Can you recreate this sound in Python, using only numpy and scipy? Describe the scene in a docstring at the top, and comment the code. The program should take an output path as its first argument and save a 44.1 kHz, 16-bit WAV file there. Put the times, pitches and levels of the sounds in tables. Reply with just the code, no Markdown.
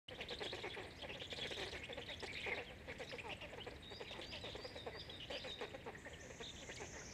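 """Short creaky grunts, shaky squeals and a throaty rasp: black stork chicks beg at a tree nest, close to
the microphone. A slack membrane pulses to ring the throat, the syrinx whistles, air spurts from the beak.
Further off in the forest, birds whistle, a tit sings two notes and a warbler speeds up into a trill,
all pure tones scattered by the trees. Low outdoor rumble and a nest camera's thin whine lie underneath."""
import sys
import numpy as np
from scipy import signal
from scipy.fft import rfft, irfft
from scipy.io import wavfile
from scipy.ndimage import uniform_filter1d, map_coordinates

SR = 44100
rng = np.random.default_rng(int(sys.argv[2]) if len(sys.argv) > 2 else 0)


def wrap_up_sound(samples):
    """Save the sound to the file named by the first command line argument, as 16-bit audio."""
    columns = np.atleast_2d(samples).T
    # keep every value between -1 and 1, then stretch to whole-number steps
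    tamed = np.clip(columns, -1, 1)
    steps = np.round(tamed * 32767).astype(np.int16)
    wavfile.write(sys.argv[1], SR, steps)


N = 314433


def chicks():
    """The brood, close to the microphone; the wider the beak, the more air rasps around each grunt."""
    # throat calls: start_s, length_s, throat_hz, level_db
    grunts = [(.108, 0.033, 502, -55), (.18, 0.061, 480, -54), (.303, 0.03, 472, -49.5),
              (0.404, .033, 443, -46.5), (0.447, 0.021, 398, -50), (.525, .027, 401, -47),
              (0.57, 0.032, 410, -54), (0.635, 0.044, 399.3, -47.5), (0.762, 0.066, 397.4, -50.5),
              (0.833, 0.058, 479, -58), (1.033, 0.027, 596, -51.5), (1.09, 0.036, 441.4, -54),
              (1.143, .04, 562, -57), (1.214, 0.011, 482, -52), (1.325, 0.013, 490, -51.5),
              (1.375, 0.062, 473, -55), (1.446, 0.022, 452, -50), (1.508, 0.018, 426, -48.5),
              (1.567, 0.034, 423, -50), (1.604, 0.044, 398, -49.5), (1.656, 0.046, 411.5, -55.5),
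              (1.725, 0.037, 414, -52), (1.89, 0.047, 500, -52.5), (1.969, 0.038, 509, -50.5),
              (2.089, 0.046, 588, -56.5), (2.225, .027, 414, -47.5), (2.462, 0.039, 431, -47),
              (2.502, 0.054, 456.6, -49.5), (2.566, 0.059, 527.6, -50.5), (2.692, .05, 498, -60.5),
              (2.877, 0.049, 490, -52.5), (2.995, 0.042, 496, -50.5), (3.124, 0.034, 500, -50.5),
              (3.238, 0.079, 432, -52), (3.32, .012, 624, -52), (3.417, 0.046, 622, -54.5),
              (3.523, 0.027, 573, -54), (3.573, .032, 428, -53.5), (3.665, 0.027, 446, -49.5),
              (3.911, 0.026, 420, -53.5), (4.002, 0.029, 452, -49.5), (4.107, 0.011, 600, -53.5),
              (4.135, 0.055, 388, -56.5), (4.188, 0.014, 387, -50), (4.323, 0.0566, 623, -57),
              (4.437, 0.024, 475.5, -51), (4.464, 0.034, 568, -54), (4.55, 0.015, 424, -48.5),
              (4.583, 0.031, 432, -54.5), (4.644, 0.017, 526, -49.5), (4.754, .026, 531, -53),
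              (4.861, 0.039, 458, -47.5), (4.944, 0.035, 432, -54.5), (5.299, .02, 493, -48.5),
              (5.319, .053, 560, -51), (5.44, 0.066, 486.6, -53), (5.61, 0.047, 424.7, -46.5),
              (5.736, .027, 537, -51.5), (5.861, 0.043, 455, -48.5), (6.057, 0.03, 554, -56),
              (6.3, 0.019, 468, -54.5), (6.401, .025, 470, -50), (6.689, 0.019, 407, -52),
              (6.799, 0.046, 407, -50.5), (6.943, 0.09, 443, -59)]
    # syrinx calls: start_s, length_s, pitch_hz, glide_hz, level_db, roughness
    squeals = [(.085, 0.0067, 3010, 102, -50, 0.33), (0.144, .024, 3320, 700, -58.5, 0.46),
               (0.206, 0.015, 2690, 600, -47.5, 1.05), (0.209, 0.03, 3560, -300, -56.5, 0.78),
               (.285, 0.018, 3560, 300, -50.5, 0.6), (0.308, 0.045, 3470, -200, -50.5, 0.77),
               (0.385, 0.0096, 4050, 700, -52, 0.8), (0.426, 0.018, 3470, -300, -51.5, 0.56),
               (0.463, .021, 3430, 902, -48, 0.23), (0.493, 0.034, 3770, 500, -51, .45),
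               (.553, 0.058, 3300, -200, -57.5, 1.02), (0.618, 0.015, 3520, -200, -52.5, 0.4),
               (.626, 0.065, 2200, 195, -54.5, 0.18), (0.702, 0.034, 3400, 97, -53.5, 0.43),
               (0.738, 0.019, 2250, 304, -51, 0.98), (.952, .056, 4700, 1700, -67, .45),
               (1.018, .014, 3120, -500, -49.5, 0.55), (1.092, 0.038, 2720, -500, -51.5, 0.52),
               (1.131, 0.022, 3450, 300, -54.5, 0.4), (1.197, 0.063, 3240, 395, -52, 0.8),
               (1.302, 0.042, 3470, 406, -51, 0.88), (1.315, 0.032, 2350, 300, -55, 0.38),
               (1.358, 0.051, 3450, -500, -54, 0.57), (1.412, 0.034, 3416, -100, -47, .15),
               (1.427, 0.044, 2350, -100, -53, .55), (1.461, .07, 3610, -300, -56, 0.82),
               (1.54, 0.039, 3570, 400, -52, 0.43), (1.592, 0.058, 3540, -500, -53, 0.75),
               (1.642, .035, 3340, -300, -59, 0.5), (1.715, 0.017, 3430, -500, -53.5, 1.3),
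               (1.745, 0.028, 2150, 102, -51, 0.4), (1.834, 0.023, 2746, 1100, -51, 0.87),
               (1.927, 0.0067, 3540, 500, -48.5, 0.08), (2.01, 0.029, 3020, 1189, -53.5, 1.05),
               (2.085, 0.062, 3610, -300, -52.5, 0.32), (2.089, 0.038, 2270, 194, -53, 0.4),
               (2.201, 0.0065, 5200, 400, -53.5, 0.5), (2.277, 0.043, 2310, 197, -51, .35),
               (2.341, 0.057, 3640, -400, -54, 0.58), (2.35, 0.0624, 2325, 203, -50, 0.65),
               (2.405, 0.051, 3210, -400, -53, 0.93), (2.434, 0.061, 2274, 93, -47, 0.29),
               (2.487, 0.024, 2250, -5, -48.5, .3), (2.517, 0.018, 2030, -100, -40, 0),
               (2.546, .021, 3730, -300, -54.5, 0.64), (2.573, .027, 2420, 600, -49, 0.46),
               (2.665, 0.04, 3040, -800, -59, 0.13), (2.896, 0.029, 2170, -200, -53.5, 0.38),
               (3.071, 0.034, 3920, 102, -58, 0.38), (3.093, 0.019, 5040, 200, -58, .75),
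               (3.114, 0.016, 2604, -700, -51, 0.9), (3.184, .021, 2360, 0, -48.5, 0.23),
               (3.292, 0.043, 2690, 402, -48.5, 0.79), (3.411, 0.044, 2550, -300, -53, 0.74),
               (3.602, 0.022, 2980, 400, -52, 0), (4.047, .045, 2437, -600, -57.5, 0.5),
               (4.109, 0.031, 3410, 600, -54, 1.34), (4.214, 0.038, 3340, 505, -53, 1.3),
               (4.323, 0.053, 2980, -600, -51.5, 1.05), (4.444, 0.12, 3430, 401, -57.5, 1),
               (4.918, 0.053, 1933, -300, -58, 0.18), (4.994, 0.025, 3440, -200, -53, .4),
               (5.095, 0.0067, 3300, 200, -51, 0.3), (5.201, 0.049, 2950, -600, -52, 0.6),
               (5.314, 0.069, 3010, -400, -50.5, 0.73), (5.395, 0.043, 3780, 500, -56, 0.48),
               (5.948, 0.011, 1830, -100, -52.5, 0.12), (6.049, .034, 1890, -200, -54.5, 0.27),
               (6.132, 0.014, 2990, -500, -56.5, 0.1), (6.427, 0.082, 3650, -55, -53, 0.26),
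               (6.577, 0.043, 3600, -200, -59, 0.64), (6.674, .052, 2000, -400, -58, 0.08),
               (6.772, 0.022, 2210, -200, -57, .1), (6.931, 0.094, 1786, -200, -58.5, 0.38)]
    # brightness as the beaks open and close, relative to the throat: time_s, beak_db, rasp_db
    gape = [(.2, -4.5, -22), (.45, -5.5, -11.5), (.8, -5, -31), (1.15, -6, -23), (1.35, -2.5, -10.5),
            (1.72, -3.5, -11.5), (1.95, -6, -26), (2.13, -6, -6.5), (2.6, -4, -29.5), (3.0, -4, -12),
            (3.2, -15.5, -19), (3.6, -7, -28), (4.3, -9.5, -19), (4.6, -11, -19.5), (4.76, -6.5, -13.5),
            (4.9, -14, -31), (5.45, -4, -11.5), (5.9, -11, -35), (6.7, -3.5, -20), (7.0, -10, -28)]
    gape_s, beak_db, rasp_db = np.transpose(gape)
    lead_s, lag_s = .012, .029  # air escapes before and after the voice
    out = chatter() + mutter()
    for start, length, throat_hz, db in grunts:
        add(out, start, grunt(length, throat_hz, db, np.interp(start, gape_s, beak_db)))
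        add(out, start - lead_s, rasp(lead_s + length + lag_s, db + np.interp(start, gape_s, rasp_db)))
    for start, length, hz, glide_hz, db, rough in squeals:
        add(out, start, squeal(length, hz - glide_hz / 2, hz + glide_hz / 2, db, rough))
    return forest(out, t60=.47, wet_db=-10, gap_s=.0023)


def grunt(length, throat_hz, db, beak_db):
    """A few membrane pulses ring the throat on their second harmonic, and the neck and beak above it."""
    # resonances of the long neck: centre_hz, width_hz, gain_db
    neck_modes = [(756, 109, -13), (1044, 180, -16)]
    # resonances of the open beak: centre_hz, width_hz, gain_db
    beak_modes = [(1870, 1050, 18), (2320, 510, 11), (3250, 1400, 3)]
    size = int((length + .008) * SR)
    ragged = undb((beak_db + 8.5) / 2)  # brighter calls pulse less evenly
    at, strengths = creak(int(length * SR), throat_hz / 2, .052 * ragged, 1.96 * ragged, sag=.22)
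    strengths *= np.interp(at / size, [0, .25, 1], [.65, 1, .55])  # quick swell, then easing off
    age_s = np.maximum(np.arange(size) - at[:, None], 0) / SR
    early = .5 - at[:, None] / size
    stretch = 1 + .093 * rng.standard_normal() + .41 * early  # the neck is held differently in each call
    neck_db = -.55 * (beak_db + 2) + 2 * rng.standard_normal()  # a nearly shut beak lets it ring more
    neck_db += 4 * np.log2(length / .034)  # long croaks fill the neck, short clucks stay in the throat
    width_hz = 164 * (490 / throat_hz) ** 1.26  # a tense throat rings more sharply
    modes = [(throat_hz * (1 + .44 * early), width_hz, 0)]  # sinks as the throat relaxes
    modes += [(hz * stretch, width, gain_db + neck_db) for hz, width, gain_db in neck_modes]
    ringing = sum(undb(gain_db) * np.exp(-np.pi * width * age_s) * np.sin(2 * np.pi * hz * age_s)
                  for hz, width, gain_db in modes)
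    throat = uniform_filter1d(strengths @ ringing, 15)  # the membrane closes softly
    throat = signal.sosfilt(signal.butter(3, [295, 1380], "band", fs=SR, output="sos"), throat)
    knocks = level(np.bincount(at, strengths, size), -4)
    breath = level(puffs(size, at, strengths, decay_s=.006) * rng.standard_normal(size))
    beak = cavity(knocks + breath, beak_modes)
    beak = signal.sosfilt(signal.butter(3, [1500, 4300], "band", fs=SR, output="sos"), beak)
    return (level(throat, db) + level(beak, db + beak_db)) * fade(size, .0005, .0039)


def squeal(length, first_hz, last_hz, db, rough, arch_hz=150, octave_db=-22, burst_s=.0051):
    """A thin syrinx whistle; the harder it is forced, the more it shakes and breaks into hoarse spurts."""
    size = int((length + .0052) * SR)
    rough = np.clip(rough, .02, 1.2)
    hz = np.linspace(first_hz, last_hz, size) + (40 + 330 * rough) * wander(size, 200)
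    hz += arch_hz * (np.sin(np.linspace(0, np.pi, size)) - 2 / np.pi)  # the pitch arches with the effort
    phase = 2 * np.pi * np.cumsum(hz) / SR
    turbulence = wander(size, 1100) + 1j * wander(size, 1100)  # widens the tone into a band
    hoarse = np.sqrt(.52 * rough)
    tone = np.exp(1j * phase) + rough * undb(octave_db) * np.exp(2j * phase)
    voice = np.real((np.sqrt(2 * (1 - hoarse ** 2)) + hoarse * turbulence) * tone)
    spurts = puffs(size, *creak(size, rate_hz=240, jitter=.22, shimmer_db=2.2), decay_s=.0059)
    push = 1 + 1.2 * rough * np.exp(-np.arange(size) / SR / burst_s)  # forced squeals burst open
    flow = (1 - hoarse + hoarse * spurts) * push * fade(size, .0015, .0077)
    hiss = cavity(rng.standard_normal(size), [((first_hz + last_hz) / 2, 1900, 0)])
    return level(flow * (level(voice) + rough * level(hiss, -12)), db)


def rasp(length, db):
    """Air spurts through the open beak and whistles hoarsely on fixed resonances that wobble a little."""
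    # resonances at the beak's edge: centre_hz, width_hz, gain_db
    edge_modes = [(3500, 940, 14.5), (4960, 860, 8.5), (6140, 620, 3), (7560, 1350, 6), (9900, 3100, -3.5)]
    size = int(length * SR)
    spurts = puffs(size, *creak(size, rate_hz=170, jitter=.22, shimmer_db=8), decay_s=.011)
    hiss = np.zeros(size)
    for hz, width_hz, gain_db in edge_modes:
        phase = 2 * np.pi * np.cumsum(hz * (1 + .07 * wander(size, 90))) / SR
        band = wander(size, width_hz) * np.sin(phase) + wander(size, width_hz) * np.cos(phase)
        hiss += undb(gain_db) * band
    return level(spurts * fade(size, .00087, .01) * hiss, db)


def creak(size, rate_hz, jitter, shimmer_db, sag=0):
    """Uneven pulses of a slack membrane, slowing by the share sag: their sample positions and strengths."""
    count = max(int(size / SR * rate_hz * 2), 4)
    timing, force = rng.standard_normal((count, 2)).T
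    slowing = 1 + sag * (np.minimum(np.arange(count) * 2 / count, 1) - .5)
    periods_s = np.clip(slowing + jitter * timing, .4, 3) / rate_hz
    at = ((np.cumsum(periods_s) - periods_s[0] + .001) * SR).astype(int)
    return at[at < size], undb(shimmer_db * force[at < size])


def puffs(size, at, strengths, decay_s):
    """Air flow that jumps at each pulse and dies away."""
    pulses = np.bincount(at, strengths, size)
    return level(signal.lfilter([1], [1, -np.exp(-1 / (decay_s * SR))], pulses))


def cavity(x, modes):
    """Steep resonances side by side, with dark valleys between them."""
    out = np.zeros(len(x))
    for hz, width_hz, db in modes:
        peak = signal.iirpeak(hz, hz / width_hz, fs=SR)
        out += undb(db) * signal.lfilter(*peak, signal.lfilter(*peak, x))
    return out


def chatter(count=190):
    """Tiny squeaks in the nest at random moments, low hoarse ones and fainter shrill ones in turn."""
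    # loudness of the low squeaks: time_s, level_db
    loudness = [(.1, -66), (.55, -59), (.92, -62), (1.5, -52), (1.9, -60), (2.4, -55.5), (2.8, -71.5),
                (3.1, -57.5), (3.8, -63.5), (4.4, -57), (4.9, -74), (5.5, -56.5), (6.1, -72.5), (6.75, -55),
                (7.1, -78)]
    out = np.zeros(N)
    for k, (when, pitch, glide, length) in enumerate(rng.random((count, 4))):
        start = (k + when) / count * N / SR
        hz, db = (5000 + 3600 * pitch, -12) if k % 2 else (2100 + 1900 * pitch, 0)
        db += np.interp(start, *np.transpose(loudness))
        add(out, start, squeal(.008 + .022 * length, hz, hz * (.9 + .2 * glide), db, rough=1.2))
    return out


def mutter(count=22):
    """Faint grunts from the rest of the brood at random moments, each with its own length and throat."""
    out = np.zeros(N)
    for k, (when, length, tension) in enumerate(rng.random((count, 3))):
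        start = (k + when) / count * N / SR
        throat_hz = 500 * 2 ** ((tension - .5) / 2)
        add(out, start, grunt(.04 * (.5 + length), throat_hz, db=-62.5, beak_db=-4))
    return out


def tit(low_delay_s=.173):
    """A see-saw song off among the trees: a rising upper note, then a falling lower one."""
    # two-note phrases: start_s, high_db, low_db
    phrases = [(3.895, -68, -60.5), (4.24, -65, -57.5), (4.585, -64, -59.5), (4.928, -65, -59.5),
               (5.303, -64.5, -53)]
    # course of the upper note: time_s, pitch_hz, swell_db
    high_shape = [(0, 4500, -4), (0.026, 4606, -0.5), (0.061, 4833, 7.5), (.077, 5050, 8.5),
                  (0.088, 6100, -9)]
    # course of the lower note: time_s, pitch_hz, swell_db
    low_shape = [(0, 4018, 0.5), (.015, 3843, -0.5), (0.043, 3700, 4.5), (.075, 3550, -15)]
    out = np.zeros(N)
    for start, high_db, low_db in phrases:
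        add(out, start, note(high_shape, high_db))
        add(out, start + low_delay_s, note(low_shape, low_db))
    return forest(out, t60=.82, wet_db=-.5, gap_s=.0016)


def warbler(trill_start_s=6.288, period_s=.063, count=14):
    """Distant upward flicks, first single and then in an even trill, more scatter than direct sound."""
    # single flicks ahead of the trill: start_s
    lead_in = [5.969, 6.086, 6.196]
    # course of the song, swelling and sinking in pitch at the end: time_s, top_hz, level_db
    song = [(6.08, 8560, -72), (6.19, 7610, -66), (6.3, 7980, -70.5), (6.68, 7900, -66),
            (6.92, 7450, -63.5), (7.1, 6640, -63)]
    # one flick: time_s, ratio_to_top_pitch, swell_db
    flick = [(-.008, .64, -14), (.005, .73, -2), (.015, .83, 5), (.022, .94, 3.5), (.028, 1.065, -18)]
    time_s, top_hz, db = np.transpose(song)
    out = np.zeros(N)
    for start in [*lead_in, *(trill_start_s + period_s * np.arange(count))]:
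        tone = note(flick, np.interp(start, time_s, db), pitch=np.interp(start, time_s, top_hz))
        add(out, start + flick[0][0], tone)
    return forest(out, t60=.92, wet_db=5.5, gap_s=.002)


def whistlers():
    """Single plain whistles from deep in the forest."""
    # far whistles: start_s, end_s, first_hz, last_hz, level_db
    whistles = [(1.765, 1.832, 2204, 2150, -61), (3.825, 3.896, 3720, 3780, -58),
                (6.13, 6.22, 1810, 1796, -65.5), (7.019, 7.128, 2220, 2490, -72)]
    out = np.zeros(N)
    for start, end, first_hz, last_hz, db in whistles:
        add(out, start, note([(0, first_hz, 0), (end - start, last_hz, -3)], db, waver=.014))
    return forest(out, t60=.73, wet_db=2, gap_s=.0072)


def note(shape, db, pitch=1, waver=.0078):
    """A songbird's pure tone, wavering slightly as it follows a course of pitch and level."""
    time_s, contour, swell_db = np.transpose(shape)
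    t = np.arange(time_s[0], time_s[-1], 1 / SR)
    hz = pitch * np.interp(t, time_s, contour) * (1 + waver * wander(len(t), 159))
    envelope = undb(db + np.interp(t, time_s, swell_db)) * fade(len(t), .00093, .0023)
    return np.sqrt(2) * np.sin(2 * np.pi * np.cumsum(hz) / SR) * envelope


def forest(x, t60, wet_db, gap_s):
    """Direct sound plus a scatter from trunks and crowns that fades by 60 dB in t60 seconds."""
    t = np.arange(SR) / SR
    tail = rng.standard_normal(SR) * undb(-60 * t / t60) * np.clip(t / gap_s - .5, 0, 1)
    return x + undb(wet_db) * signal.fftconvolve(x, tail / np.linalg.norm(tail))[:N]


def air(level_db=-57, sway_db=.5):
    """Low outdoor rumble and soft hiss around the nest, swaying a little."""
    # spectrum of the open air: frequency_hz, relative_db
    spectrum = [(15, -53), (25, -7.5), (75, 4.5), (240, -4), (542, -7.5), (1360, -20), (1970, -10),
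                (3070, -21), (3790, -21.5), (4440, -27), (5930, -34.5), (7710, -32), (10000, -38.5),
                (12400, -43), (13400, -41.5)]
    hz, db = np.transpose(spectrum)
    colour = undb(np.interp(np.log(np.fft.rfftfreq(N, 1 / SR) + 1), np.log(hz), db))
    rumble = irfft(rfft(rng.standard_normal(N)) * colour, N)
    return level(rumble, level_db) * undb(sway_db * wander(N, 7.9))


def undb(db):
    """Decibels to gain."""
    return 10 ** (np.asarray(db) / 20)


def level(x, db=0):
    """Scale to an rms level."""
    return x * undb(db) / np.sqrt(np.mean(x ** 2) + 1e-20)


def add(out, start, x):
    """Mix x into out from a start time in seconds."""
    i = max(int(start * SR), 0)
    out[i:i + len(x)] += x[:max(N - i, 0)]


def wander(size, rate):
    """Smooth random motion of spread near 1, through rate random points a second."""
    knots = rng.standard_normal(int(size * rate / SR) + 4)
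    return map_coordinates(knots, [1 + np.arange(size) * rate / SR], order=3, mode="nearest")


def fade(size, rise_s, fall_s):
    """Envelope with soft ends."""
    t = np.arange(size) / SR
    return np.sin(np.pi / 2 * np.clip(np.minimum(t / rise_s, (t[-1] - t) / fall_s), 0, 1))


def scene():
    """One microphone at the nest: chicks in front, forest behind."""
    return (chicks() + tit() + warbler() + whistlers() + air())[None]


def record(dry, whine_hz=12000, whine_db=-91, open_s=.082, top_hz=13600):
    """The nest camera adds a thin whine, opens its input just after the start and cuts the top."""
    t = np.arange(N) / SR
    whine = undb(whine_db) * np.sqrt(2) * np.sin(2 * np.pi * whine_hz * t)
    live = (dry + whine) * (t >= open_s)
    return signal.sosfilt(signal.ellip(10, .2, 70, top_hz, fs=SR, output="sos"), live)


dry = scene()
out = record(dry)
wrap_up_sound(out)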